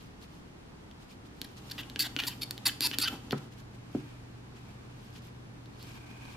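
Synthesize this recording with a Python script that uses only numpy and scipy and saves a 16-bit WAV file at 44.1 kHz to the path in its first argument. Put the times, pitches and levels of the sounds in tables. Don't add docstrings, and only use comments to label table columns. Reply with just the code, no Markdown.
import sys
import numpy as np
from scipy import signal
from scipy.fft import rfft, irfft, next_fast_len
from scipy.io import wavfile
from scipy.ndimage import map_coordinates

SR = 44100
rng = np.random.default_rng(int(sys.argv[2]) if len(sys.argv) > 2 else 0)


def waveform_to_disk(signal):
    frames = np.transpose(np.atleast_2d(signal))
    scaled = np.clip(frames, -1, 1) * 32767
    samples = np.round(scaled).astype(np.int16)
    wavfile.write(sys.argv[1], SR, samples)


N = 280476
TIME = np.arange(N) / SR
SQUARE_HZ = 3873


def nib_strokes(hollow_hz=294, push_db=-6, size=4096):
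    strokes = [ (1.442, 0.0097, -48, -5, 4200, 4040, 11000, 10500, 2700, 1030, 650, 1, 4.5, 1),
               (1.696, 0.0074, -48, 3, 4100, 4200, 13000, 13000, 1300, 920, 710, 0.7, -5, -2),
               (1.71, 0.011, -39, 1, 4300, 4280, 13000, 13300, 1620, 1340, 860, .62, -1, -0.5),
               (1.778, 0.038, -45, -3, 2990, 3410, 14000, 13000, 1350, 1000, 740, 0.93, 5.5, 10),
               (1.823, 0.013, -61, 2, 2800, 2780, 13000, 13000, 1300, 1440, 1100, 1, 0, 0),
               (1.990, 0.044, -35.5, -1.5, 4470, 4600, 13000, 12500, 1260, 1800, 1380, 0.46, -4, 1),
               (2.034, 0.038, -42, 2, 3400, 3620, 13200, 13000, 2200, 1600, 550, 0.65, 5, 9),
               (2.186, .023, -37.5, -4, 2800, 2920, 13800, 13800, 1670, 980, 840, 0.56, -1, 11),
               (2.215, 0.047, -49, -1, 3100, 3620, 13300, 13200, 1380, 990, 910, 0.76, 5.5, 11.5),
               (2.265, .021, -36.5, 8, 4470, 4640, 12700, 13000, 1370, 1110, 920, 0.32, -4, 2),
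               (2.283, 0.057, -52, -12, 3830, 2570, 13000, 13000, 1130, 1500, 1600, 1, 1, 11),
               (2.411, 0.031, -42, 1, 4425, 4450, 12000, 10700, 2050, 1380, 480, .45, -11, -1.5),
               (2.653, 0.021, -27.5, 3, 4460, 4546, 10000, 12300, 1450, 1150, 1110, 0.4, 0.5, 0),
               (2.674, 0.024, -36.5, -9, 4400, 2846, 13200, 13400, 1000, 1250, 1750, 0.65, 4, 11.5),
               (2.813, 0.056, -31.5, 6.5, 4580, 4626, 10800, 11100, 900, 1450, 360, 0.41, -5.5, -2.5),
               (2.927, .023, -41, 4, 2910, 3090, 13200, 13500, 1540, 1150, 720, 0.59, -4, 10.5),
               (2.991, .016, -39, 6, 3780, 3990, 13800, 13400, 2100, 1700, 1300, 0.5, 1, 9),
               (3.010, 0.02, -33, 7, 4655, 4410, 14000, 10100, 1660, 1300, 1250, .31, -2.5, 1.5),
               (3.03, .021, -32.5, 3, 4720, 4500, 10500, 11000, 1300, 1130, 1400, 0.53, 5, -9),
               (3.048, .024, -42, -4, 3250, 3020, 11000, 12000, 1450, 1480, 1450, .65, 7.5, 7),
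               (3.072, 0.015, -35, 2, 3080, 3020, 13600, 13800, 1474, 1480, 1300, .55, 2, 12),
               (3.318, 0.0074, -38.5, 0, 4080, 4200, 12500, 12500, 1700, 2560, 2160, 0.78, -5, -0.5),
               (5.151, 0.031, -64, -8, 3020, 3160, 12500, 12500, 1500, 2040, 1800, 0.91, 1, -3),
               (5.79, .04, -61, 10, 3500, 4380, 12500, 12500, 650, 480, 400, 0.9, -9, -5),
               (6.309, .02, -66, 0, 3900, 4130, 12500, 12500, 800, 600, 500, .9, -5, -4)]
    sound, push, t = np.zeros(N), np.zeros(N), TIME[:size]
    for s, length, db, swell_db, nib0, nib1, tine0, tine1, *rates, rough, sheet_db, edge_db in strokes:
        ring_hz = np.interp(t, [0, length], [nib0, nib1])
        tine_hz = np.interp(t, [0, length], [tine0, tine1])
        force = amp(db) * fibre_catches(s + t) * stroke_force(t, length, swell_db, rates, ring_hz, rough)
        add(sound, s, quill(force, ring_hz, tine_hz, sheet_db, edge_db))
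        add(push, s, amp(push_db) * force)
        weight = amp(-2 + 0.62 * db) * contact(t, length) * rng.standard_normal(size)
        add(sound, s, resonance(lowpass(weight, 2 * hollow_hz), hollow_hz, width_hz=13))
    return sound, push


def stroke_force(t, length, swell_db, rates, ring_hz, rough, arch_db=2, grain_db=0.27, turn=0.38):
    progress = ramp(t, length)
    contour_db = swell_db * (progress - .5) + arch_db * (np.sin(np.pi * progress) - 1)
    flutter_db = grain_db * wander(t, per_s=255)
    rate = np.exp(np.interp(progress, [0, turn, 1], np.log(rates)))
    return contact(t, length) * amp(contour_db + flutter_db) * stick_slip(rate, ring_hz, rough)


def contact(t, length, bite_s=0.0035, lift_s=0.0037):
    return ramp(t, bite_s) * ramp(length + lift_s / 2 - t, lift_s)


def stick_slip(per_s, ring_hz, rough, lock=0.61, jitter=0.3, uneven_db=1, rub_db=-8, count=600):
    size = len(per_s)
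    fibres = np.cumsum(np.exp(rough * jitter * rng.standard_normal(count))) - rng.random()
    free_at = np.searchsorted(np.cumsum(per_s) / SR, fibres)
    cycles = np.cumsum(ring_hz) / SR
    due = cycles[np.minimum(free_at, size - 1)]
    locked_at = np.searchsorted(cycles, due + lock * (1 - rough) * (np.round(due) - due))
    strength = amp(rough * uneven_db * rng.standard_normal(count)) * (due < cycles[-1])
    jolts = np.bincount(locked_at, strength, size)[:size] / np.sqrt(per_s)
    jolts = signal.lfilter([1, -1], [1, -np.exp(-2 * np.pi * 200 / SR)], jolts)
    return rms_one(rms_one(jolts) + rough * amp(rub_db) * rng.standard_normal(size))


def fibre_catches(t, half_s=0.0012):
    # t/s, change of level/dB
    catches = [(1.811, -1), (1.835, 12), (1.9934, 8), (2.0, 8), (2.0063, 8), (2.0243, 4.5), (2.072, 5),
               (2.191, 3.5), (2.202, 9.5), (2.42, 9), (2.433, 9), (2.668, 4.5), (2.696, 4), (3.047, -3)]
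    return amp(sum(db * np.exp(-.5 * ((t - s) / half_s) ** 2) for s, db in catches))


def quill(force, ring_hz, tine_hz, sheet_db=0, edge_db=0):
    # f/ring f, bandwidth/Hz, level/dB
    nib_modes = [(0.584, 319, -14.5), (.84, 352, -11), (1, 650, -1)]
    tine_modes = [(0.621, 1300, -10.5), (1, 2592, -3)]
    # f/Hz, bandwidth/Hz, level/dB
    sheet_modes = [(856, 120, -15), (1170, 200, -21.5), (1553, 68, -13.5), (1910, 190, -15),
                   (2770, 440, -21)]
    edge_modes = [(5030, 350, -14), (7320, 470, -13), (9270, 710, -15), (10300, 570, -14.5),
                  (12000, 600, -23)]
    shaft_modes = [(2960, 900, -3.5), (4360, 200, -1.5), (4720, 510, -2)]
    octaves = np.log2(ring_hz / SQUARE_HZ)
    octaves_per_s = 3.5 * rng.standard_normal()
    travel_hz = SQUARE_HZ * 2 ** (octaves_per_s * TIME[:len(force)])
    spot = [(hz / SQUARE_HZ * (1 + 0.037 * rng.standard_normal()), width, db + 3.5 * rng.standard_normal())
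            for hz, width, db in sheet_modes]
    sheet = amp(sheet_db - 8 * octaves) * gliding(force, travel_hz, spot)
    hiss = bank(force, edge_modes) + gliding(force, tine_hz, tine_modes)
    body = lowpass(gliding(force, ring_hz, nib_modes) + sheet, 7500)
    tip = lowpass(body + amp(edge_db - 7 + 28.5 * octaves) * hiss, 15300, order=5)
    grip = 1 + 0.02 * rng.standard_normal()
    return tip + sum(amp(db) * resonance(tip, hz * grip, width) for hz, width, db in shaft_modes)


def nib_ticks(gain_db=1, tine_hz=13200, size=4096):
    # t/s, level/dB, nib f/Hz
    ticks = [ (0.913, -35, 3200), (1.4161, -14.5, 4010), (1.784, -27, 2860), (1.899, -24, 3760),
             (1.9603, -16.5, 2700), (2.1646, -10.5, 2750), (2.237, -16, 2960), (2.5093, -13.5, 4380),
             (2.5790, -21, 3730), (2.8075, -7.5, 4300), (2.8710, -10, 4540), (2.914, -16.5, 2620),
             (2.9858, -5.5, 4470), (3.0827, -17.5, 3120), (3.3094, -14.5, 3400), (5.659, -38, 3780),
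             (5.828, -34, 4630)]
    sound, push = np.zeros(N), np.zeros(N)
    for s, db, ring_hz in ticks:
        force = amp(gain_db + db) * (TIME[:size] == 0)
        snap = force - lowpass(force, 1500, order=1)
        add(sound, s, quill(snap, np.full(size, ring_hz), np.full(size, tine_hz), edge_db=3))
        add(push, s, amp(0.5 - 11 * np.log2(ring_hz / SQUARE_HZ)) * force)
    return sound, push


def nib_skims():
    # middle t/s, half length/s, level/dB
    skims = [(1.75, .07, -68), (2.053, .03, -66), (2.26, .07, -57), (2.513, .04, -67), (2.697, .015, -55),
             (2.89, .025, -52), (3.108, .032, -59)]
    envelope = np.linalg.norm([swell(*row) for row in skims], axis=0)
    return envelope * rms_one(resonance(rng.standard_normal(N), 13000, width_hz=2200))


def hand_bumps(size=1024):
    # t/s, level/dB, cut-off f/Hz
    blows = [(3.284, -53, 1490), (3.3275, -34.5, 3020), (3.33, -24.5, 1590), (3.3340, -26, 298),
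             (3.9495, -26, 630), (3.9521, -22.5, 344)]
    force, impulse = np.zeros(N), 1. * (TIME[:size] == 0)
    for s, db, soft_hz in blows:
        add(force, s, amp(db) * lowpass(impulse, soft_hz, order=3))
    return force


def desk(force):
    # f/Hz, level/dB, T60/s
    modes = [(141.6, -7, 0.34), (170, -10, 0.14), (219, -7, 0.13), (255, -3.5, 0.082), (283.2, -14, 0.3),
             (369, -14.5, 0.073), (411, -2.5, 0.035), (488, -18, 0.088), (720, -12, .036),
             (1000, -11, 0.046), (1300, 0, 0.024), (1590, -19, .018), (1770, -16, .016)]
    ringing = 0
    for hz, db, t60 in modes:
        r, w = amp(-60 / (t60 * SR)), 2 * np.pi * hz / SR
        ringing += amp(db) * signal.lfilter([.5, 0, -.5], [1, -2 * r * np.cos(w), r * r], force + 1e-18)
    return highpass(ringing, 115, order=3)


def hand(word_start_s=1.56, word_end_s=3.5, word_fade_s=0.054, arm_fade_s=0.097, settled_s=5.8):
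    # middle t/s, half length/s, level/dB
    scuffs = [(0.011, 0.047, -62.5), (0.233, 0.017, -58.5), (0.343, 0.046, -66.5), (1.027, 0.018, -63),
              (1.114, 0.019, -60.5), (1.265, 0.011, -63), (1.467, 0.093, -65), (1.581, 0.012, -56.5),
              (1.724, 0.05, -58.5), (3.381, 0.0048, -53.5), (3.529, 0.011, -60.5), (3.595, 0.015, -60.5),
              (3.75, 0.0099, -64), (3.97, 0.04, -64.5), (4.577, 0.017, -65.5), (5.052, 0.061, -65.5),
              (5.165, 0.02, -58.5), (5.256, 0.027, -61.5), (5.878, 0.08, -59.5), (6.322, 0.014, -60)]
    heel_drag = (3.135, 0.023, -47.5)
    # t/s, level/dB
    arm_level = [(3.45, -66), (3.77, -77), (3.98, -62), (4.54, -77), (4.57, -66), (5.69, -78), (5.87, -63),
                 (6.36, -59.5)]
    # f/Hz, bandwidth/Hz, level/dB
    drag_modes = [(263, 77, -0.5), (780, 490, -1), (1550, 88, -9), (2270, 410, -5)]
    pressed_modes = [(263, 44, 4.5), (434, 75, -14.5), (763, 99, -9)]
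    word = amp(-62) * ramp(TIME - word_start_s, word_fade_s) * ramp(word_end_s - TIME, word_fade_s)
    flutter_db = 2.4 * wander(TIME, per_s=90)
    arm_db = np.interp(TIME, *np.transpose(arm_level)) + flutter_db
    arm = amp(arm_db) * ramp(TIME - word_end_s, arm_fade_s)
    heel = swell(*heel_drag)
    touches = [amp(-10) * arm, amp(-7) * heel] + [swell(*row) for row in scuffs]
    light = np.linalg.norm(touches, axis=0)
    brush = np.hypot(word, light) * skin_rub() + amp(-4.5) * light * fibre_crackle()
    drag = amp(2.5) * arm * bank(rng.standard_normal((2, N)), drag_modes)
    pressed = (heel + amp(3) * word) * bank(rng.standard_normal(N), pressed_modes)
    squeak = amp(-0.5) * arm * ramp(TIME - settled_s, arm_fade_s) * skin_squeak()
    return amp(2) * brush + drag + pressed + squeak


def skin_rub(grain_db=1):
    # f/Hz, spectral level/dB
    spectrum = [(710, -21), (1200, -1.5), (1590, -25), (1910, -8), (2450, -7), (2680, -1.5), (5020, -9),
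                (6100, -10.5), (9820, -14.5), (12300, -15), (14500, -17), (16000, -36)]
    return amp(grain_db * wander(TIME, per_s=310, count=8192)) * diffuse_noise(spectrum)


def fibre_crackle(per_s=600, spread_db=2.5):
    # f/Hz, bandwidth/Hz, level/dB
    modes = [(1580, 140, -8), (2400, 170, -2.5), (3130, 400, -2.5), (4310, 360, -2), (5040, 550, -1.5),
             (6740, 690, -7.5), (12500, 2400, -5)]
    flicks = (rng.random(N) < per_s / SR) * amp(spread_db * np.minimum(rng.exponential(1, N), 4))
    struck = rng.integers(0, len(modes), N)
    return rms_one(sum(bank(flicks * (struck == k), [mode]) for k, mode in enumerate(modes)))


def skin_squeak(hz=2430, waver_hz=44.7, width_hz=180, fits_per_s=60, fits_db=2):
    cycles = np.cumsum(hz + waver_hz * wander(TIME, fits_per_s)) / SR
    rasp = lowpass(rng.standard_normal((2, N)), width_hz / 2)
    return rms_one(rasp * amp(fits_db * wander(TIME, fits_per_s)) * np.cos(2 * np.pi * cycles))


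def direct_path(x, lag_s=0.000012):
    # delay t/s, level/dB
    echoes = [
        [(.0029, -21)],
        [(.00132, -45), (.00297, -27)],
    ]
    direct = np.array([delayed(x, lag_s), x])
    return direct + np.array([sum(amp(db) * delayed(x, s) for s, db in ear) for ear in echoes])


def scattering(x, db=-3, longest_s=0.0023, shifts_per_s=22, count=16):
    treble = highpass(x, 6000, order=4)
    ears = [sum(wander(TIME, shifts_per_s) * np.roll(treble, round(lag_s * SR))
                for lag_s in longest_s * rng.random(count)) for _ in range(2)]
    return amp(db) * np.array(ears) / np.sqrt(count)


def room(x, t60=0.34, early_db=6, early_s=0.0057, gap_s=0.0028, size=24000):
    # f/Hz, level/dB
    colour = [(100, -25), (300, 12), (700, 5.5), (1500, 8.5), (3000, 7), (4500, 2), (6000, 6.5),
              (9000, 3.5), (15000, -5.5)]
    t = TIME[:size]
    decay = (amp(-60 * t / t60) + amp(early_db) * np.exp(-t / early_s)) * ramp(t - gap_s, gap_s)
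    mid, side = rng.standard_normal((2, size))
    side = highpass(side, 520)
    noise = rms_one(np.array([mid + side, mid - side]))
    echoes = irfft(rfft(noise) * amp(per_bin(colour, size)), size) * decay / np.linalg.norm(decay)
    return signal.fftconvolve(x[None], echoes, axes=1)[:, :N]


def appliance_hum(start_s=1.496, rise_s=0.067, level_db=-48.5):
    # f/Hz, level/dB
    partials = [(120, -4), (202, -15.5), (290, -20)]
    drone = sum(amp(db) * np.sqrt(2) * np.sin(2 * np.pi * (hz * TIME + rng.random())) for hz, db in partials)
    return amp(level_db) * ramp(TIME - start_s, rise_s) * drone


def room_air(level_db=-50):
    # f/Hz, spectral level/dB
    spectrum = [(12, -63), (20, -13), (53, -8), (86, -6), (123, -7.5), (172, -7.5), (204, -8.5),
                (228, -8.5), (472, -16), (527, -20.5), (849, -19.5), (2080, -27), (4420, -33), (12800, -46),
                (16000, -52)]
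    return amp(level_db) * diffuse_noise(spectrum)


def diffuse_noise(spectrum):
    # f/Hz, correlation
    correlation = [(60, 0.98), (150, 1), (380, 0.094), (950, -0.14), (2380, -0.4), (5980, -0.25),
                   (15000, -0.58)]
    size = next_fast_len(N)
    mid, side = rfft(rng.standard_normal((2, size)))
    alike = per_bin(correlation, size)
    both = np.sqrt(1 + alike) * mid + np.sqrt(1 - alike) * side * [[1], [-1]]
    return rms_one(irfft(both * amp(per_bin(spectrum, size)), size)[:, :N])


def resonance(x, hz, width_hz):
    r = np.exp(-np.pi * width_hz / SR)
    poles = [1, -2 * r * np.cos(2 * np.pi * hz / SR), r * r]
    return signal.lfilter(np.array([1, 0, -1]) * (1 - r * r) / 2, poles, x + 1e-18)


def bank(x, modes):
    return sum(amp(db) * np.sqrt(SR / (np.pi * width)) * resonance(x, hz, width) for hz, width, db in modes)


def gliding(force, pitch_hz, modes, count=8):
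    steps = np.linspace(pitch_hz.min(), pitch_hz.max() + 1, count)
    tunings = [bank(force, [(hz * ratio, width, db) for ratio, width, db in modes]) for hz in steps]
    return sum(np.interp(pitch_hz, steps, share) * tuned for share, tuned in zip(np.eye(count), tunings))


def lowpass(x, hz, order=2):
    return signal.sosfilt(signal.butter(order, hz, fs=SR, output="sos"), x + 1e-18)


def highpass(x, hz, order=2):
    return signal.sosfilt(signal.butter(order, hz, "high", fs=SR, output="sos"), x)


def per_bin(points, size):
    hz, value = np.transpose(points)
    return np.interp(np.log(np.arange(size // 2 + 1) * SR / size + 1e-3), np.log(hz), value)


def delayed(x, lag_s):
    return map_coordinates(x, [np.arange(N) - lag_s * SR], order=3)


def ramp(t, rise_s):
    return np.clip(t / rise_s, 0, 1)


def swell(s, half_s, db):
    return amp(db) * np.exp(-.5 * np.minimum(np.abs(TIME - s) / half_s, 10) ** 2)


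def wander(t, per_s, count=1024):
    return np.interp(t * per_s, np.arange(count), rng.standard_normal(count))


def add(track, s, sound):
    at = round(s * SR)
    track[at:at + len(sound)] += sound[:N - at]


def amp(db):
    return 10 ** (np.asarray(db) / 20)


def rms_one(x):
    return x / np.sqrt(np.mean(x ** 2) + 1e-20)


def scene():
    strokes, stroke_push = nib_strokes()
    ticks, tick_push = nib_ticks()
    scratch = strokes + ticks + nib_skims()
    push = resonance(stroke_push + tick_push, 295, width_hz=80)
    wood = desk(hand_bumps() + amp(-25) * push)
    skin = hand()
    air = room_air()
    reflections = room(amp(-14) * scratch + amp(-13) * wood)
    return direct_path(scratch) + scattering(scratch) + wood + skin + reflections + air + appliance_hum()


def record(dry, treble_hz=14600, cutoff_hz=16000):
    soft = lowpass(dry, treble_hz, order=4)
    return signal.sosfilt(signal.ellip(10, .1, 80, cutoff_hz, fs=SR, output="sos"), soft)


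dry = scene()
out = record(dry)
waveform_to_disk(out)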